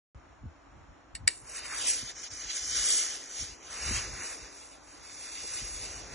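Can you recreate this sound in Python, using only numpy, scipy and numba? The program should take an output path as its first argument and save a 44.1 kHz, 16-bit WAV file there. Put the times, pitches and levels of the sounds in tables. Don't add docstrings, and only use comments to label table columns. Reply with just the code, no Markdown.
import sys
import numpy as np
from scipy import signal
from scipy.fft import rfft, irfft
from scipy.io import wavfile
from scipy.ndimage import uniform_filter1d
from numba import njit

SR = 44100
rng = np.random.default_rng(int(sys.argv[2]) if len(sys.argv) > 2 else 0)


def convert_level_to_amplitude(level_db):
    exponent = np.asarray(level_db, float) / 20
    return 10 ** exponent


def to_wav(s):
    ch = np.atleast_2d(s).T
    pcm = np.round(np.clip(ch, -1, 1) * 32767)
    wavfile.write(sys.argv[1], SR, pcm.astype(np.int16))


N = 270896


def unit(x):
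    return x / np.sqrt(np.mean(x ** 2))


def on_log(table, hz):
    f, v = np.transpose(table)
    return np.interp(np.log(np.maximum(hz, 1)), np.log(f), v)


def curves(table):
    s, *columns = np.transpose(table)
    return [np.interp(np.arange(N) / SR, s, c) for c in columns]


def swells(rows):
    t = np.arange(N) / SR
    return sum(size * np.exp(-((t - s) / half) ** 2) for s, size, half in rows)


def walk(rate):
    k = int(SR / rate)
    held = np.repeat(rng.standard_normal(N // k + 1), k)
    w = uniform_filter1d(uniform_filter1d(held, k), k)[:N]
    return w / w.std()


# f/Hz, phase [rad]
PORT_PHASE = [(0, 0), (2500, .1), (3300, 1.4), (4000, .3), (4850, 3.1), (5500, 6.1), (6500, 6.3),
              (8300, 9.3)]
# f/Hz, shared share [0..1]
COHERENCE = [(60, .85), (250, .4), (600, .75), (1100, .65), (1500, .99), (2400, .97), (3100, .5),
             (4000, .95), (4450, .6), (4850, .99), (5700, .97), (6600, .98), (7300, .7), (8500, .98)]


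def ports(near, far, alike=0.96, lead=1):
    hz = np.fft.rfftfreq(N, 1 / SR)
    share = np.clip(alike * on_log(COHERENCE, hz), 0, 1)
    turn = np.exp(1j * lead * np.interp(hz, *np.transpose(PORT_PHASE)) / 2)
    a, b = rfft(near), rfft(far)
    left = turn * a
    right = (share * a + np.sqrt(1 - share ** 2) * b) / turn
    return np.array([irfft(left, N), irfft(right, N)])


TOP_HZ = 9760


def coloured(x, table):
    hz = np.fft.rfftfreq(N, 1 / SR)
    inside = (hz > table[0][0] * .8) & (hz < min(table[-1][0] * 1.03, TOP_HZ))
    return unit(irfft(rfft(x) * convert_level_to_amplitude(on_log(table, hz)) * inside, N))


def turbulence(table, flicker_db, rate, spit_db):
    spit = convert_level_to_amplitude(spit_db * np.minimum(rng.exponential(size=N // 40 + 1), 4)).repeat(40)[:N]
    noise = rng.standard_normal((2, N)) * spit
    return coloured(noise, table) * convert_level_to_amplitude(flicker_db * walk(rate))


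@njit
def band(x, hz, width):
    y, b, l = np.empty(len(x)), 0., 0.
    for i in range(len(x)):
        g, k = np.tan(np.pi * hz[i] / SR), width / hz[i]
        v = (b + g * (x[i] - l)) / (1 + g * (g + k))
        b, l, y[i] = 2 * v - b, l + 2 * g * v, k * v
    return y


# f/Hz, level/dB [per Hz]
ROOM_AIR = [(130, -26), (160, -20), (220, -18), (282, -3), (414, -15), (700, -9.5), (1310, -12),
            (1900, -18.5), (3300, -27), (4800, -33), (5500, -27), (6300, -32), (7000, -25.5), (7600, -39.5),
            (9700, -43)]
ROOM_DB = -59.5


def room():
    return convert_level_to_amplitude(ROOM_DB + 1.5) * ports(*turbulence(ROOM_AIR, 0.71, 13, 0.4), alike=.45)


# f/Hz, level/dB [per Hz]
HAND_RUMBLE = [(18, -32), (30, -4), (47, 6), (65, 3), (230, -16), (300, -50.5), (510, -120)]
# t/s, peak level/dB, half length [s]
HAND_SHIFTS = [(0.151, -49.5, 0.053), (0.31, -59, .04), (0.455, -43.5, 0.042), (0.763, -51.5, 0.074),
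               (0.906, -51, 0.025), (1.145, -46.5, .015), (1.238, -42.5, 0.049), (1.415, -54, 0.033),
               (1.75, -67, 0.32), (2.03, -47, 0.025), (2.155, -59, 0.023), (2.334, -53.5, 0.029),
               (2.453, -50, 0.032), (2.657, -55, 0.032), (2.776, -50, 0.066), (3.419, -42, 0.022),
               (3.51, -51.5, 0.023), (3.733, -57, 0.073), (3.909, -37.5, 0.058), (3.995, -50, .04),
               (4.115, -44, 0.071), (4.414, -58, 0.037), (5.017, -58, .02), (5.5, -60.5, 0.17),
               (5.635, -48, .02), (5.725, -52.5, 0.039), (5.945, -50, 0.22), (6.13, -51, 0.025)]
# t/s, peak level/dB, f/Hz, t60 [s], knock level/dB [re thump]
GRIP_THUMPS = [(0.15, -32.5, 68.4, 0.1, -31), (0.432, -30, 125, 0.096, -9.5), (0.453, -27.5, 80, 0.12, -10),
               (1.2, -40, 61.5, 0.13, -19), (1.233, -41, 86.1, 0.05, -3), (2.027, -32, 110, 0.059, -6),
               (2.799, -44, 78.4, 0.081, -9), (3.42, -29.5, 90.5, 0.079, -9.5),
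               (3.887, -24.5, 72, 0.092, -20), (3.909, -29.5, 90, 0.099, 3),
               (3.961, -28.5, 110, 0.088, -14), (4.09, -41, 60, 0.08, -8), (4.419, -36.5, 56.5, 0.13, -21),
               (5.447, -52, 52, 0.12, -4), (5.618, -32.5, 114, 0.07, -10.5)]
HOLD_DB = -63


def grip():
    hand = convert_level_to_amplitude(HOLD_DB) + swells((s, convert_level_to_amplitude(db), half) for s, db, half in HAND_SHIFTS)
    mid, side = turbulence(HAND_RUMBLE, 1, 6.7, .3) * hand * convert_level_to_amplitude(-2.5)
    t = np.arange(int(SR * .25)) / SR
    for s, db, hz, t60, knock_db in GRIP_THUMPS:
        i = int(s * SR)
        ring = convert_level_to_amplitude(-60 * t / t60)
        thump = (1 - np.exp(-t / 0.008)) * ring * np.sin(2 * np.pi * hz * t)
        knock = (1 - np.exp(-t / 0.00094)) * convert_level_to_amplitude(-60 * t / 0.04) * np.sin(2 * np.pi * 230 * t)
        twist = (1 - np.exp(-t / .007)) * ring * np.cos(2 * np.pi * 150 * t)
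        mid[i:i + len(t)] += convert_level_to_amplitude(db - 0.5) * thump + convert_level_to_amplitude(db + knock_db) * knock
        side[i:i + len(t)] += convert_level_to_amplitude(db - 3) * twist
    return np.array([mid + .33 * side, mid - .33 * side])


# t/s, flow level/dB, share pressed through cloth level/dB,
# aim of the vents at the phone level/dB
STEAM_FLOW = [(1.3, -69, 1, 6), (1.44, -66, 5.5, 2), (1.56, -47.5, -4.5, 2.5), (1.62, -52, 0.5, 3),
              (1.74, -44, 4, 3.5), (1.88, -34.5, -7, 6), (2.04, -46.5, -2.5, -4), (2.45, -41.5, -11, -10.5),
              (2.92, -30.5, -7.5, 5), (3.27, -49, -1.5, -5.5), (3.41, -37, -8.5, -1), (3.59, -58, 1, -8.5),
              (3.77, -42.5, 0.5, -0.5), (3.95, -36.5, -2.5, 2.5), (4.45, -52, -4, -4),
              (4.82, -60.5, -2.5, 3.5), (5.55, -42.5, -8.5, 2.5), (6.14, -51, -1.5, -2.5)]
# t/s, change of level/dB, half length [s]
FLOW_SPURTS = [(1.8, -1, 0.0079), (1.94, 1.5, 0.0091), (2.1, 3.5, .015), (2.14, -9.5, 0.023),
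               (2.24, 4.5, 0.011), (2.295, -12, 0.015), (2.33, -0.5, .012), (2.41, 3.5, 0.014),
               (2.505, 5, 0.012), (2.565, 3.5, 0.019), (3.97, 2, 0.024), (4.1, -3.5, 0.11),
               (4.28, 3, 0.086), (4.68, 1.5, 0.11), (4.79, -3.5, 0.04), (5.0, -4, .03), (5.25, 1.5, 0.058),
               (5.85, 1.5, 0.15), (1.5, 4, 0.033), (6.07, -1.5, 0.055)]
AIM_PER_SPURT = 1


def flow():
    jet_db, cloth_db, aim_db = curves(STEAM_FLOW)
    spurt_db = swells(FLOW_SPURTS)
    return jet_db + spurt_db, cloth_db, aim_db + AIM_PER_SPURT * spurt_db


# t/s, peak level/dB, half length [s]
CREASE_SCUFFS = [
    (1.285, -48, 0.014),
    (1.86, -54.5, 0.043),
    (2.876, -68, 0.041),
    (3.918, -51, 0.021),
    (5.446, -47, .012),
    (4.15, -57.5, 0.33),
    (6.107, -55, 0.31),
]
DRAG_DB, DRAG_PER_FLOW = -58.5, 0.54


def cloth():
    jet_db, cloth_db, _ = flow()
    drag = convert_level_to_amplitude(DRAG_DB + DRAG_PER_FLOW * (jet_db + cloth_db + 52.5))
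    drag = drag + swells((s, convert_level_to_amplitude(db), half) for s, db, half in CREASE_SCUFFS)
    fade = np.clip((np.arange(N) / SR - 1.2) / 0.13, 0, 1)
    denim = [(200, -9.0), (290, -1.0), (450, 1), (800, -6.5), (1100, -13.0)]  # f/Hz, level/dB
    return ports(*(fade * drag * convert_level_to_amplitude(-2.0) * turbulence(denim, 1.6, 14, 1.0)))


# t/s, peak level/dB, rise [s], t60 [s]
SNAPS = [
    (1.149, -34.5, 0.0011, 0.065),
    (1.273, -28, .001, 0.033),
    (1.276, -7.5, 0.0006, 0.015),
    (1.2844, -24.5, .0006, 0.025),
]
# f/Hz, width [Hz], level/dB
HOUSING_MODES = [(1910, 140, 9), (2250, 200, 5), (2800, 300, 3), (3880, 300, 0), (4500, 500, 7),
                 (5350, 600, -1), (7150, 500, 0), (7990, 400, 14), (9400, 700, -3)]


def switch():
    burst = np.zeros((2, N))
    t = np.arange(int(SR * .15)) / SR
    for s, db, rise, t60 in SNAPS:
        decay = convert_level_to_amplitude(-60 * t / t60) + convert_level_to_amplitude(-30.0 - 60 * t / 0.25)
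        shape = (1 - np.exp(-t / rise)) ** 2 * decay
        i = int(s * SR)
        burst[:, i:i + len(t)] += convert_level_to_amplitude(db) * shape * rng.standard_normal((2, len(t)))
        burst[:, int((s + 1.5 * rise) * SR)] += convert_level_to_amplitude(db + 2.5)
    body = convert_level_to_amplitude(-11.5) * np.array([band(b, np.full(N, 650.), 500.) for b in burst])
    burst = signal.sosfilt(signal.butter(4, [1750, 9900], "band", fs=SR, output="sos"), burst)
    ringing = np.zeros((2, N))
    for hz, width, db in HOUSING_MODES:
        ringing += convert_level_to_amplitude(db) * np.array([band(b, np.full(N, 1. * hz), 1. * width) for b in burst])
    return ports(*(ringing * convert_level_to_amplitude(3.5) + body), alike=0.95, lead=0.99)


# f/Hz, level/dB [per Hz]
JET_CORE = [(3600, -19.5), (4600, -10), (5150, -3), (5800, 3), (6700, -1), (7400, -5), (8200, -25)]
JET_THROAT = [(700, -15), (1100, -4.5), (1500, -2), (2000, -1.5), (2500, -3.5), (3000, -7.5), (3500, -26.5)]
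JET_MIDDLE = [(2400, -8), (3000, -2.5), (3700, -5.5), (4300, -8.5), (4800, 2), (5300, -10.5)]
JET_EDGE = [(6500, -9.5), (7400, -3), (8500, 0), (9300, 1), (9800, -2)]
# t/s, detour [cm]
ECHO_DETOUR = [
    (1.3, 5.4),
    (1.77, 5.4),
    (1.98, 18.6),
    (3.1, 19.6),
    (3.46, 18.5),
    (3.62, 11),
    (3.78, 5.2),
    (4.3, 5.55),
    (6.14, 5.45),
]
# t/s, rise of level/dB
TREBLE_GLINTS = [(1.31, 12), (1.36, 10), (1.41, 7), (1.5, 6), (1.57, 5), (1.77, 4), (1.88, 6), (2.0, 4),
                 (2.07, 5), (2.17, 10), (2.23, 9), (2.33, 11), (2.37, 10), (2.64, 10), (2.71, 10), (2.9, 10)]
MIDDLE_DB, MIDDLE_PER_CLOTH, MIDDLE_PER_AIM = -3.5, 0.14, 0.67
EDGE_DB, EDGE_PER_AIM = 1.5, 0.85
VALVE_S, VALVE_DB, VALVE_FALL_DB_S = 1.235, -37.5, 120
SOUND_CM_S = 34300
STRAY_DB, STRAY_FADE_S = (-11, -22), (1.8, 4.3)
GLINT_HALF_S = .025


def steam():
    t = np.arange(N) / SR
    jet_db, cloth_db, aim_db = flow()
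    valve = convert_level_to_amplitude(VALVE_DB - VALVE_FALL_DB_S * np.maximum(t - VALVE_S, 0) - jet_db)
    middle_db = MIDDLE_DB + MIDDLE_PER_CLOTH * cloth_db + MIDDLE_PER_AIM * aim_db + 3.0
    edge_db = EDGE_DB + EDGE_PER_AIM * aim_db - 0.72
    hiss = convert_level_to_amplitude(1) * turbulence(JET_CORE, 0.55, 30, 1.0)
    hiss += convert_level_to_amplitude(cloth_db - 0.67) * turbulence(JET_THROAT, 1.8, 16, 0.63)
    hiss += convert_level_to_amplitude(middle_db) * turbulence(JET_MIDDLE, 2.38, 25, 0.68)
    hiss += (convert_level_to_amplitude(edge_db) + valve) * turbulence(JET_EDGE, 1.9, 25, 1.9)
    opening = np.clip((t - 1.28) / .03, 0, 1)
    hiss *= opening * convert_level_to_amplitude(jet_db + 1.1 * walk(40))

    hz = SOUND_CM_S / (2 * curves(ECHO_DETOUR)[0])
    third = np.clip((6000 - 3 * hz) / 1500, 0, 1)
    notched = []
    for h in hiss:
        first_notch = .85 * band(h, hz * convert_level_to_amplitude(.45 * walk(16)), 700.)
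        third_notch = (.7 + .12 * walk(6)) * third * band(h, 3 * hz, 700.)
        notched.append(h - first_notch - third_notch)
    hiss = np.array(notched)

    scatter_db = np.interp(t, STRAY_FADE_S, STRAY_DB) + 1.5 * walk(20)
    scatter_db = scatter_db + swells((s, db, GLINT_HALF_S) for s, db in TREBLE_GLINTS)
    treble = signal.sosfilt(signal.butter(2, 3500, "high", fs=SR, output="sos"), hiss)
    signs = rng.choice([-1, 1], (2, N // 256 + 1)).repeat(256, axis=1)[:, :N]
    return ports(*hiss) + convert_level_to_amplitude(scatter_db) * treble * signs


def scene():
    return steam() + cloth() + switch() + grip() + room()


BAND_STARTS = [0, 48, 56, 64, 72, 80, 88, 96, 108, 120, 132, 144, 160, 176, 196, 216, 240, 264, 292, 320,
               352, 384, 416, 480]


def thrift(x, weaker_db, hollow_db, weak_db):
    pair = np.pad([x[0] + x[1], x[0] - x[1]], ((0, 0), (502, 0))) / 2
    frames = dict(fs=SR, window="cosine", nperseg=2048, noverlap=1024)
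    z = signal.stft(pair, **frames)[2]
    power = abs(z) ** 2 + 1e-18
    lines = np.arange(z.shape[1])
    band_of = np.searchsorted(BAND_STARTS, lines, "right") - 1
    wide = np.add.reduceat(power, BAND_STARTS, axis=1)
    rival = wide[::-1] * convert_level_to_amplitude(2 * weaker_db + 3 * rng.standard_normal(wide.shape))
    keep = (wide > rival)[:, band_of]
    fine = uniform_filter1d(power, size=6, axis=1)[:, lines // 6 * 6 + 1]
    keep &= fine > uniform_filter1d(power.sum(axis=0), size=70, axis=0) * convert_level_to_amplitude(2 * hollow_db)
    run = uniform_filter1d(fine, size=2, axis=2)
    thin_db = weak_db + 1.6 * uniform_filter1d(rng.standard_normal(wide.shape[1:]), size=3, axis=1)
    strong = run > uniform_filter1d(power, size=40, axis=1) * convert_level_to_amplitude(2 * thin_db)[band_of]
    keep &= strong | (lines < BAND_STARTS[9])[:, None]
    keep[:, :BAND_STARTS[1]] = True
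    total = wide[:, 1:].sum(axis=(0, 1))
    keep |= total > 12 * np.roll(total, 2)
    mid, side = signal.istft(z * keep, **frames)[1][:, 502:502 + N]
    return np.array([mid + side, mid - side])


def top_cut(x):
    return signal.sosfilt(signal.butter(12, 10370, fs=SR, output="sos"), x)


def record(dry):
    start_s = .1475
    live = dry * (np.arange(N) >= start_s * SR)
    live = signal.sosfilt(signal.ellip(6, .2, 50, 10300, fs=SR, output="sos"), live)
    live = signal.sosfilt(signal.butter(3, 40, "high", fs=SR, output="sos"), live)
    live = thrift(live, weaker_db=-7.5, hollow_db=-10, weak_db=-2.5)
    return top_cut(live)


dry = scene()
out = record(dry)
to_wav(out)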